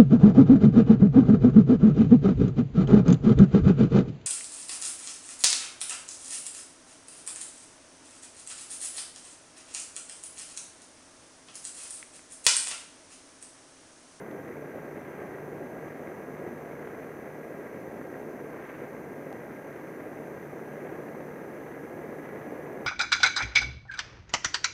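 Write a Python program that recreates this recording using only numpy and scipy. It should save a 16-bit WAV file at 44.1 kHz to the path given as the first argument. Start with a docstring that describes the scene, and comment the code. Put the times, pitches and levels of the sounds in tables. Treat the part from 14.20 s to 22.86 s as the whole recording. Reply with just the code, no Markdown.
"""Riding on a model aeroplane

A small camera rides on the tail boom of an electric model aeroplane in level flight.
Wind is shaped noise: low buffeting, a finer rush and a bright sizzle, stirred by eddies and gusts.
The motor is a set of wavering sine tones that follow the throttle up and down.
Under it lie the camera's hiss, a thin high whistle that pauses once a picture frame, and three tiny ticks."""
import sys
import numpy as np
from scipy import signal
from scipy.fft import rfft, irfft
from scipy.io import wavfile
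from scipy.ndimage import uniform_filter1d

SR = 44100
rng = np.random.default_rng(int(sys.argv[2]) if len(sys.argv) > 2 else 0)


def waveform_to_disk(signal):
    """Save audio, clipped to [-1, 1], as 16-bit WAV at the path in sys.argv[1]."""
    frames = np.transpose(np.atleast_2d(signal))
    scaled = np.clip(frames, -1, 1) * 32767
    samples = np.round(scaled).astype(np.int16)
    wavfile.write(sys.argv[1], SR, samples)


N = 381906
T = np.arange(N) / SR  # the time of every sample, in seconds

# Colour of the buffeting: (frequency [Hz], relative level [dB])
BUFFET_COLOUR = [(20, -39), (40, -32), (65, -18), (100, -12), (160, -6), (290, -0.5), (420, 0.5),
                 (540, -2.5), (750, -9), (1000, -17), (1500, -32), (3000, -57)]
# Colour of the rush: (frequency [Hz], relative level [dB])
RUSH_COLOUR = [(300, -13.5), (700, -2), (1100, 0), (1500, -1), (1750, -0.5), (2050, 0), (2300, -6),
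               (2550, -11.5), (2950, -21.5), (3600, -29), (6000, -45.5)]
# Colour of the sizzle at the top of a gust: (frequency [Hz], relative level [dB])
SIZZLE_COLOUR = [(1000, -21), (2400, 0.5), (3100, -4), (4200, -18), (8000, -42)]
# Slow drift of the buffeting, before gusts and wander: (time [s], level [dB])
BUFFET_DRIFT = [(0, -41), (.8, -41), (2.2, -39.2), (3.6, -40.5), (5.2, -41), (6.8, -40), (7.8, -40.5),
                (8.66, -40)]
# Gusts that brighten the air: (time of peak [s], half length [s], lift of the rush [dB])
GUST_SWELLS = [(.92, .2, 1.5), (1.78, .15, 0.7), (2.69, 0.088, 2.5), (4.5, 0.12, 4), (5.62, 0.24, 0.8),
               (6.62, .12, 1.1), (8.15, 0.2, 0.6)]
# Single puffs on the case: (time of peak [s], half length [s], lift of the buffeting [dB])
PUFF_SWELLS = [(0.563, 0.016, 6), (1.03, .04, 1.5), (2.22, 0.05, 1.5), (4.1, 0.055, 0.5), (6.002, 0.008, 6),
               (6.68, .04, 1.5), (6.953, 0.011, 5)]
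# The rush at the starting throttle [dB], and its rise with the propeller's wash [dB per Hz of shaft speed]
RUSH_DB, WASH_DB_PER_HZ = -51.5, 0.19

# Throttle settings, each reached by a short ramp: (time at mid-ramp [s], shaft speed [turns per second])
THROTTLE_STEPS = [(1.42, 149.3), (3.35, 146.9), (6.4, 149.3), (7.2, 151.5)]
START_SHAFT_HZ, THROTTLE_RAMP_S = 146.8, 0.31
# Pitch of each motor tone: (multiple of the shaft rate [no unit])
TONE_ORDERS = [1, 10.63, 10.73, 11, 13, 18.56]
# Strength and unsteadiness of each motor tone: (level [dB], flutter [dB], pitch wander [Hz])
TONE_SETTINGS = [(-55.5, 2.3, 0.4), (-67, 2, 2.01), (-67, 1.6, 2.02), (-60, 0.65, 0.754), (-67, 2.7, 1.04),
                 (-82, 2, 9.9)]

# Colour of the camera's hiss: (frequency [Hz], relative level [dB])
HISS_COLOUR = [(100, -5), (3000, 2), (5000, 0.5), (8200, -1), (12000, -0.8), (13200, 5), (14300, 1.5),
               (15700, -7.5)]
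# Rings added to the hiss: (frequency [Hz], width [Hz], peak against the hiss around it [dB])
HISS_RESONANCES = [(6133, 280, 14), (7130, 70, 9), (9670, 840, 7), (10870, 390, 10.5), (11950, 220, -2)]
# Tiny dry ticks: (time [s], step height [dB], softness [s])
TICK_STEPS = [(0.113, -28, 0.000079), (5.128, -33.5, .00001), (7.435, -38, .00012)]
FRAME_HZ, WHISTLE_HZ, FRAME_PAUSE_S = 59.94, 13374, 0.0006
TOP_HZ = 15700  # the camera's upper limit


def undb(db):
    """Turn decibels into a gain."""
    return 10 ** (np.asarray(db) / 20)


def unit(x):
    """Scale a sound to an average (rms) strength of 1."""
    return x / np.sqrt(np.mean(x ** 2))


def walk(rate):
    """Smooth random wander that changes about rate times a second, with rms 1."""
    hold = max(int(SR / rate), 2)
    held = np.repeat(rng.standard_normal(N // hold + 2), hold)
    smooth = uniform_filter1d(uniform_filter1d(held, hold), hold)
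    return unit(smooth[:N])


def colour(x, points, rings=()):
    """Shape a sound by a smooth spectrum with resonances on top; rms 1."""
    f = np.arange(N // 2 + 1) * SR / N + 1e-9  # just above zero, so its logarithm exists
    hz, db = np.transpose(points)
    gain = undb(np.interp(np.log(f), np.log(hz), db))
    power = 1
    for centre, width, ring_db in rings:
        detuning = (f * f - centre ** 2) / (f * width)
        power = power + undb(ring_db) ** 2 / (1 + detuning ** 2)
    return unit(irfft(rfft(x) * gain * np.sqrt(power), N))


def wind(shaft_hz, buffet_eddy_db=1.5, rush_eddy_db=1.0, grain_db=1.86, flutter_db=0.24,
         sizzle_db=-75, sizzle_growth=2.9):
    """Turbulent air on the case: each passing eddy lifts the low buffeting and the finer rush together."""
    buffet_db, rush_db = airflow(shaft_hz)
    coarse, fine, finest = rng.standard_normal((3, N))
    eddies = walk(400)
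    flutter = flutter_db * walk(35)
    buffet_lift = undb(buffet_eddy_db * eddies + flutter + swells(PUFF_SWELLS))
    buffet = colour(coarse * buffet_lift, BUFFET_COLOUR)
    # the smallest eddies break up in bursts under a millisecond long, a fine crackle
    bursts = undb(rush_eddy_db * eddies + grain_db * walk(1400) + flutter)
    rush = colour(fine * bursts, RUSH_COLOUR)
    # the top edge grows much faster than the rush, so a gust sounds brighter
    sizzle_level = sizzle_db + sizzle_growth * (rush_db - rush_db.mean())
    sizzle = colour(finest * bursts ** 2, SIZZLE_COLOUR) * undb(sizzle_level)
    return buffet * undb(buffet_db) + rush * undb(rush_db) + sizzle


def airflow(shaft_hz, buffet_wander_db=0.6, rush_wander_db=0.18, wander_rate=5, thinning=0.17):
    """Levels in dB: the rush follows throttle and gusts; a strong gust thins the buffeting."""
    gust_db = swells(GUST_SWELLS)
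    drift_db = np.interp(T, *np.transpose(BUFFET_DRIFT))
    # thinning grows with the square of the gust's lift
    buffet_db = drift_db - thinning * gust_db ** 2 + buffet_wander_db * walk(wander_rate)
    wash_db = WASH_DB_PER_HZ * (shaft_hz - START_SHAFT_HZ)
    rush_db = RUSH_DB + wash_db + gust_db + rush_wander_db * walk(wander_rate)
    return buffet_db, rush_db


def swells(rows):
    """Each gust or puff rises and falls as a bell curve, in dB."""
    return sum(db * np.exp(-((T - at) / length) ** 2) for at, length, db in rows)


def motor(shaft_hz):
    """The shaft's unbalance hums at the turning rate; magnetic orders and bearings whine far above it."""
    out = 0
    for order, (db, flutter_db, wander_hz) in zip(TONE_ORDERS, TONE_SETTINGS):
        tone_hz = order * shaft_hz + wander_hz * walk(14)
        phase = 2 * np.pi * np.cumsum(tone_hz) / SR
        tone = np.sin(phase) * undb(flutter_db * walk(12))
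        out = out + undb(db) * unit(tone)
    return out


def shaft_speed():
    """The motor holds its speed and ramps to each new throttle setting; turns per second."""
    hz = np.full(N, START_SHAFT_HZ)
    for at, new_hz in THROTTLE_STEPS:
        progress = np.clip((T - at) / THROTTLE_RAMP_S + 0.5, 0, 1)
        hz = hz + (new_hz - hz) * progress
    return hz


def ticks(decay_s=0.00024):
    """Each tick swells briefly, flips sign in a step and dies away; a softer step sounds duller."""
    out = 0
    for at, db, softness in TICK_STEPS:
        step = 0.5 * np.tanh((T - at) / softness)  # one unit from bottom to top
        out = out + undb(db) * step * np.exp(-np.abs(T - at) / decay_s)
    return out


def electronics(hiss_db=-66.5, whistle_db=-71.5):
    """Ringing amplifier hiss, and a whistle that starts afresh with each picture frame after a short pause."""
    hiss = colour(rng.standard_normal(N), HISS_COLOUR, HISS_RESONANCES)
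    in_frame = T % (1 / FRAME_HZ)  # seconds since the frame began
    whistle = np.sin(2 * np.pi * WHISTLE_HZ * in_frame) * (in_frame > FRAME_PAUSE_S)
    return undb(hiss_db) * hiss + undb(whistle_db) * unit(whistle)


def scene():
    """Everything adds up at the one microphone."""
    shaft_hz = shaft_speed()
    mix = wind(shaft_hz) + motor(shaft_hz) + ticks() + electronics()
    return mix[None]  # one channel


def record(dry):
    """The camera cuts the top steeply, with a low-pass filter."""
    top_cut = signal.ellip(12, 0.1, 70, TOP_HZ, fs=SR, output="sos")  # order, ripple dB, depth dB
    return signal.sosfilt(top_cut, dry)


dry = scene()
out = record(dry)
waveform_to_disk(out)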